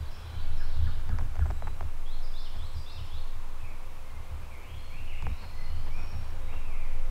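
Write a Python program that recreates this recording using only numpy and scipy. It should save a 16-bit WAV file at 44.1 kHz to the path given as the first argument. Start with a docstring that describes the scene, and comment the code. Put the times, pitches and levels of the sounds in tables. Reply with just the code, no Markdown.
"""A leafy wood at dawn: two songbirds repeat their phrases and others whistle slurred notes among echoing trunks.
A distant turkey gives four short yelps, and far birds twitter over one another.
The calls are gliding sines, heard straight and as scattered echo; air in the leaves is coloured noise.
The camera's mount quivers, hums and creaks as it is turned in small jolts, which rumble at the microphone."""
import sys
import numpy as np
from scipy import signal
from scipy.fft import rfft, irfft, next_fast_len
from scipy.io import wavfile
from scipy.ndimage import uniform_filter1d, map_coordinates

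SR = 44100
rng = np.random.default_rng(int(sys.argv[2]) if len(sys.argv) > 2 else 0)


def persist_wave(psi):
    """Save psi, clipped to +-1, as 16-bit WAV."""
    counts = np.round(np.clip(psi, -1, 1) * 32767).astype(np.int16)
    wavfile.write(sys.argv[1], SR, np.atleast_2d(counts).T)


N = 313110  # length in samples
T = np.arange(N) / SR  # seconds


def amp(db):
    """Decibels to gain."""
    return 10 ** (np.asarray(db) / 20)


def unit(x):
    """Scale to rms 1."""
    return x / np.sqrt(np.mean(x ** 2) + 1e-20)


def curves(rows):
    """One value per sample for each column after the time."""
    s, *columns = np.transpose(rows)
    return [np.interp(T, s, column) for column in columns]


def wobble(rate):
    """A smooth random curve through `rate` random knots a second."""
    knots = rng.standard_normal(int(N * rate / SR) + 4)
    return map_coordinates(knots, [T * rate])


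def filtered(x, response):
    """Multiply the spectrum of x by a response of frequency in Hz."""
    size = next_fast_len(N + SR // 2)
    spectrum = rfft(x, size) * response(np.fft.rfftfreq(size, 1 / SR))
    return irfft(spectrum, size)[:N]


def noise(spectrum):
    """Noise of rms 1 coloured by (Hz, dB) points, joined on a log frequency scale."""
    f, db = np.transpose(spectrum)
    white = rng.standard_normal(N)
    return unit(filtered(white, lambda hz: amp(np.interp(np.log(hz + 1), np.log(f), db))))


def steady(x, span):
    """Even out the swells of x that last longer than span seconds."""
    power = uniform_filter1d(x * x, max(int(span * SR), 1))
    return x / np.sqrt(np.abs(power) + 1e-6)


def tone(hz):
    """A sine that follows a pitch curve."""
    return np.sin(2 * np.pi * np.cumsum(hz) / SR)


def add(track, s, sound):
    """Mix a sound into the track at s seconds."""
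    part = track[max(round(s * SR), 0):][:len(sound)]
    part += sound[:len(part)]


def among_trees(call, share, t60, late_t60, late_db):
    """Part of a call arrives straight; a share of its power scatters off near trunks, then lingers in the deep wood."""
    t = np.arange(SR) / SR
    near_decay = amp(-60 * t / t60)
    deep_decay = amp(late_db - 60 * t / late_t60)
    onset = 1 - np.exp(-t / 0.0082)
    tail = rng.standard_normal(SR) * (near_decay + deep_decay) * onset
    share = np.clip(share, 0, 1)
    path = np.sqrt(share) * tail / np.linalg.norm(tail)
    path[0] += np.sqrt(1 - share)
    return signal.fftconvolve(call, path)


def whistle(s, length, pitches, db, remoteness, waver=0.0064, burr=0.061):
    """A note that bends through three pitches, straight and as echo; held notes are purer, wide glides burrier."""
    waver_rate = 330  # random pitch knots a second
    leaf_scatter_hz = 4740  # above this pitch the leaves block the straight path
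    u = np.linspace(0, 1, int(length * SR))
    hz = np.polyval(np.polyfit([0, .5, 1], pitches, 2), u)
    depth = waver + burr * remoteness * np.ptp(hz) / pitches[1]
    drift = map_coordinates(rng.standard_normal(size=256), [u * length * waver_rate])
    note = amp(db) * tone(hz * (1 + depth * drift)) * signal.windows.tukey(len(u), .2)
    scattered = np.sqrt(np.clip(remoteness, 0, 1))  # share of the power
    straight_gain = np.sqrt((1 - scattered) / (1 + (hz / leaf_scatter_hz) ** 12))
    echo = among_trees(note, share=0.98, t60=0.65, late_t60=1.7, late_db=-3)
    out = np.zeros(N)
    add(out, s, note * straight_gain)
    add(out, s, np.sqrt(scattered) * echo)
    return out


def song(phrase, start, end, period, remoteness):
    """A bird repeats its phrase at a steady pace and begins no note after the end time."""
    out = np.zeros(N)
    for s in np.arange(start, end, period):
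        for offset, length, *pitches, db in phrase:
            if s + offset < end:
                out += whistle(s + offset, length, pitches, db, remoteness)
    return out


def near_bird():
    """The nearer songbird: more of each gliding note comes straight to the microphone."""
    # notes: offset_s into the phrase, length_s, start_hz, middle_hz, end_hz, level_db before the trees
    phrase = [(0, .1, 3180, 3677, 4564, -51.5), (.165, .048, 5750, 4880, 4870, -50),
              (.279, .085, 3500, 4050, 5750, -48), (.388, 0.04, 3880, 3210, 2810, -49)]
    # when it sings and how far off: start_s, end_s, period_s, remoteness (0-1)
    timing = (2.054, 3.2, .524, 0.49)
    return song(phrase, *timing)


def far_bird():
    """The farther songbird: its gliding notes reach the microphone mostly as echo."""
    # notes: offset_s into the phrase, length_s, start_hz, middle_hz, end_hz, level_db before the trees
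    phrase = [(0, 0.055, 5580, 5340, 4700, -55), (.122, .075, 4130, 3870, 3270, -59),
              (.245, 0.085, 2950, 3620, 5100, -54)]
    # when it sings and how far off: start_s, end_s, period_s, remoteness (0-1)
    timing = (.094, .95, .465, 0.82)
    return song(phrase, *timing)


def whistlers():
    """Other birds' single slurred notes, each a slightly arched glide."""
    # whistles: start_s, length_s, start_hz, end_hz, level_db before the trees
    notes = [(1.51, .15, 3830, 3950, -62.5), (2.862, 0.095, 2714, 2646, -56.5),
             (3.597, 0.091, 2665, 2090, -52), (4.053, 0.078, 2130, 2050, -56.5),
             (4.417, .052, 2280, 2760, -59.5), (4.502, .062, 2397, 2015, -48.5),
             (4.604, 0.16, 2240, 3460, -54), (4.71, .079, 3375, 3250, -62),
             (4.771, 0.085, 4110, 4364, -57.5), (4.898, 0.12, 2130, 2850, -49),
             (5.072, 0.076, 2980, 1935, -45), (5.173, 0.058, 2740, 2237, -48.5),
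             (5.271, 0.19, 3570, 4470, -59.5), (5.376, 0.1, 4470, 4100, -58),
             (5.526, 0.08, 1956, 2070, -53), (5.559, 0.124, 4297, 4200, -54.5),
             (5.654, 0.106, 2820, 3110, -57.5), (5.896, 0.11, 2174, 2566, -49),
             (5.93, 0.16, 5585, 5460, -56), (6.402, 0.071, 3700, 3870, -61),
             (6.474, 0.077, 1942, 2884, -48.5), (6.645, 0.063, 2645, 2460, -53),
             (6.698, .06, 2464, 1930, -50), (6.772, .1, 2510, 1920, -52)]
    arch, remoteness = 0.1166, 0.73  # upward bow as a share of the glide; 0-1
    out = np.zeros(N)
    for s, length, first_hz, last_hz, db in notes:
        middle_hz = (first_hz + last_hz) / 2 + arch * abs(last_hz - first_hz)
        out += whistle(s, length, (first_hz, middle_hz, last_hz), db, remoteness)
    return out


def turkey(rasp=0.068):
    """Each yelp starts on a high note, then breaks downward; fast random pitch gives the rasp."""
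    # distant yelps: start_s, level_db before the trees
    yelps = [(.598, -46.5), (0.859, -46), (1.094, -45.5), (1.4, -45)]
    out, t = np.zeros(N), np.arange(int(0.042 * SR)) / SR
    hz = np.interp(t, [0, .016, .024, .036], [1693, 1618, 1403, 1230])
    for s, db in yelps:
        yelp = tone(hz * (1 + rasp * wobble(558)[:len(t)])) * signal.windows.tukey(len(t), .5)
        add(out, s, amp(db) * among_trees(yelp, share=0.41, t60=0.25, late_t60=1.3, late_db=-9))
    return out


def creaks(high_hz=3200, low_hz=700, glide=0.00046, body_hz=420, body_db=-19, thump_hz=210, thump_db=-26):
    """Each slip sends a bending wave through the mount: treble arrives first, the low ring and a soft thump last."""
    # slips of the mount: start_s, knock_db, tick_db (both before the filters)
    slips = [(1.0926, -31.5, -48), (1.1865, -27, -45.5), (1.194, -34, -55), (1.21, -32, -60),
             (1.3555, -33, -47.5), (1.366, -33.5, -56), (1.3923, -29, -55), (1.457, -31, -60),
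             (1.463, -31.5, -58), (1.5033, -26, -55), (1.509, -28, -48), (1.623, -26.5, -55),
             (1.6711, -27.5, -59), (1.6756, -29, -58), (1.680, -31.5, -62), (1.8083, -25.5, -49),
             (1.827, -34, -56), (5.224, -31, -45), (5.2675, -24, -46)]
    knocks, ticks, t = np.zeros(N), np.zeros(N), np.arange(SR // 15) / SR
    snap = np.exp(-t / .0025) * (1 - np.exp(-t / .0005))
    falling_hz = low_hz + (high_hz - low_hz) * np.exp(-t / glide)
    for s, knock_db, tick_db in slips:
        # every slip is tuned a little differently
        ring_tune, body_tune, thump_tune = np.exp(.14 * rng.standard_normal(3))
        ring = tone(ring_tune * falling_hz) * snap
        body = amp(body_db) * np.sin(2 * np.pi * body_hz * body_tune * t) * np.exp(-t / 0.013)
        thump = amp(thump_db) * np.sin(2 * np.pi * thump_hz * thump_tune * t) * np.exp(-t / 0.043)
        add(knocks, s, amp(knock_db) * (ring + body + thump))
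        add(ticks, s, amp(tick_db) * rng.standard_normal(len(t)) * np.exp(-t / .0007))
    dull_knocks = filtered(knocks, lambda hz: 1 / (1 + (hz / 3400) ** 6))
    tinted_ticks = filtered(ticks, lambda hz: amp(np.interp(hz, [3450, 4900, 7840, 11000], [11, 11, 0, -25])))
    return dull_knocks + tinted_ticks


def rubs(width=0.018):
    """Short dull scuffs of coloured noise as the camera is handled."""
    # soft rubs: middle_s, level_db
    scuffs = [(2.56, -50), (5.441, -48), (5.6, -62), (5.879, -48.5), (5.99, -48.5), (6.04, -49),
              (6.14, -51.5), (6.32, -57), (6.54, -46.5)]
    pressure = sum(amp(db) * np.exp(-((T - s) / width) ** 2) for s, db in scuffs)
    return pressure * noise([(60, -30), (170, 10), (350, -4.0), (900, 2), (1500, -4.5), (3000, -13), (8000, -38)])


def jolt(s, hold):
    """A shake builds quickly, holds, and dies away."""
    attack_s, release_s = 0.026, 0.041
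    before = np.maximum(s - T, 0)
    after = np.maximum(T - s - hold, 0)
    return np.exp(-before / attack_s - after / release_s)


def rumble():
    """Jolts and a tremble that swells and fades buffet the microphone and make the quivering mount hum."""
    # quivering of the mount, about fourteen times a second: time_s, level_db
    quiver_levels = [(0.0, -53), (0.1, -29.5), (0.28, -51), (0.43, -22), (0.57, -19.5), (1.58, -30),
                     (2.21, -22.5), (3.02, -35), (3.2, -25), (4.67, -39), (5.14, -26), (5.5, -37.5),
                     (5.59, -26), (5.99, -22.5), (6.09, -30), (7.02, -19.5), (7.1, -23)]
    # pace of the quivering: time_s, rate_hz
    quiver_rates = [(0, 13.1), (1.5, 14.5), (4.0, 14.75), (6.0, 14.1), (7.1, 14.5)]
    # shaking between the jolts: time_s, hum_db
    tremble = [(0, -50), (1, -41), (1.85, -44.5), (2.1, -54.5), (3, -52), (3.9, -53), (5.1, -47.5),
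               (5.9, -44.5), (7.1, -47.5)]
    # jolts that shake the camera: start_s, hold_s, hum_db, thud_db
    jolts = [(0, 0.033, -34.5, -37), (0.248, 0.013, -38, -50), (0.358, 0.025, -33, -38),
             (0.502, 0.034, -37.5, -46), (0.773, 0.11, -27.5, -40), (1.095, 0.067, -34, -30.5),
             (1.205, .04, -32, -28), (1.403, 0.026, -25, -29), (1.499, 0.027, -33, -27),
             (1.654, 0.039, -37.5, -32), (1.827, 0.04, -36, -38), (2.572, .08, -39, -39),
             (2.757, 0.038, -37, -46), (2.98, 0.043, -37.5, -50), (3.148, .03, -39, -54),
             (3.356, .01, -46, -52), (3.63, 0.015, -40, -54), (4.138, 0.066, -44, -43),
             (4.32, 0.11, -39, -43), (4.705, 0.088, -42.5, -42.5), (5.01, 0.06, -43.5, -43),
             (5.25, 0.052, -34.5, -29.5), (5.728, 0.052, -35, -46), (6.152, 0.069, -35.5, -41),
             (6.37, 0.12, -42, -40), (6.55, .06, -43.5, -42.5)]
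    # modes of the mount: pitch_hz, width_hz, level_db (relative)
    modes = [(75.2, 7.04, 1), (109.4, 6.86, -10), (166.8, 16, -26.5), (243, 25, -31.5)]
    # colour of the buffeting: pitch_hz, level_db (relative, per Hz)
    buffet = [(15, -4), (25, -1.5), (45, 0), (65, -11), (100, -11.5), (170, -25.5), (300, -34), (700, -68)]
    quiver = amp(curves(quiver_levels)[0]) * unit(tone(curves(quiver_rates)[0]))
    hum_level = amp(curves(tremble)[0])
    thud_level = hum_level * amp(2.5)  # buffeting of the tremble, against its hum
    for s, hold, hum_db, thud_db in jolts:
        push = jolt(s, hold)
        hum_level = np.maximum(hum_level, amp(hum_db) * push)
        thud_level = np.maximum(thud_level, amp(thud_db) * push)
    # each mode rings in a narrow band, unsteady in pitch and strength
    hum = unit(sum(amp(db + 3.1 * wobble(22)) * tone(hz + width / 2 * wobble(25)) for hz, width, db in modes))
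    thud = noise(buffet)
    low = quiver + hum_level * steady(hum, span=0.21) + thud_level * steady(thud, span=0.14)
    return low * signal.windows.tukey(N, .003)  # brief fades at both ends


def chorus(rate=70, length=.028):
    """Far birds over one another: many short random glides a second, heard mostly as echo."""
    # spells of song: start_s, end_s, low_hz, high_hz, level_db while singing
    spells = [(0, 0.99, 2008, 5145, -59.5), (0, 1.4, 1346, 1683, -65.5), (1.001, 3.4, 2130, 3020, -75.5),
              (1.42, 1.65, 7340, 8250, -71), (2.571, 2.868, 7380, 8600, -72),
              (2.603, 4.2, 906, 1251, -65.5), (3.402, 4.593, 2110, 2823, -70),
              (4.597, 7.092, 1848, 3455, -68), (5.302, 6.307, 3223, 5890, -67)]
    out = np.zeros(N)
    for start, end, low_hz, high_hz, db in spells:
        twitter, count = np.zeros(N), int((end - start) * rate)
        for k, (late, a, b) in enumerate(rng.random((count, 3))):
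            hz = low_hz + (high_hz - low_hz) * np.linspace(a, b, int(length * SR))
            add(twitter, start + (k + late) / rate - length, tone(hz) * np.hanning(len(hz)))
        # the root makes the level that of the spell, not of the whole scene
        out += amp(db) * unit(twitter) * np.sqrt((end - start) / T[-1])
    return among_trees(out, share=0.69, t60=0.58, late_t60=1.14, late_db=5)[:N]


def forest():
    """A soft fluttering rush of far trees, a fine hiss, and a faint distant drone of unsteady pitch."""
    # air in the trees, before its flutter: time_s, level_db
    breeze = [(0, -52.5), (1.26, -54), (2.12, -54.5), (3.1, -54.5), (3.5, -53.5), (5, -54), (6.6, -51.5),
              (7.1, -53.5)]
    # colour of the far rush: pitch_hz, level_db (relative, per Hz)
    rush_colour = [(88, -1.5), (150, -4), (263, -4.5), (296, -6), (525, -5), (584, -5.5), (636, -5),
                   (1050, -3.5), (1280, -6.5), (1900, -16), (2470, -15.5), (4180, -120)]
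    # colour of the hiss: pitch_hz, level_db (relative, per Hz)
    hiss_colour = [(900, -23), (1700, 1.5), (2500, 2.5), (3500, -0.5), (4500, -3.5), (6000, -6), (9000, -8),
                   (12000, -9.5), (15600, -12)]
    # a far tone, before its wavering: time_s, level_db
    drone_levels = [(0, -72.5), (2.6, -70), (4.5, -67.5), (6.28, -70.5), (6.42, -56), (6.65, -75),
                    (7.05, -60)]
    rush = amp(curves(breeze)[0] + .5 * wobble(6)) * noise(rush_colour)
    drone = amp(curves(drone_levels)[0] + 1.6 * wobble(6.6)) * unit(tone(519 + 2.27 * wobble(12)))
    return rush + amp(-59.5) * noise(hiss_colour) + drone


def scene():
    """Everything reaches one microphone."""
    birds = near_bird() + far_bird() + whistlers() + turkey() + chorus()
    camera = creaks() + rubs() + rumble()
    return (birds + camera + forest())[None]


def record(dry):
    """The camera keeps nothing above its band limit."""
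    top_hz = 15700
    return filtered(dry[0], lambda hz: hz < top_hz)[None]


dry = scene()
out = record(dry)
persist_wave(out)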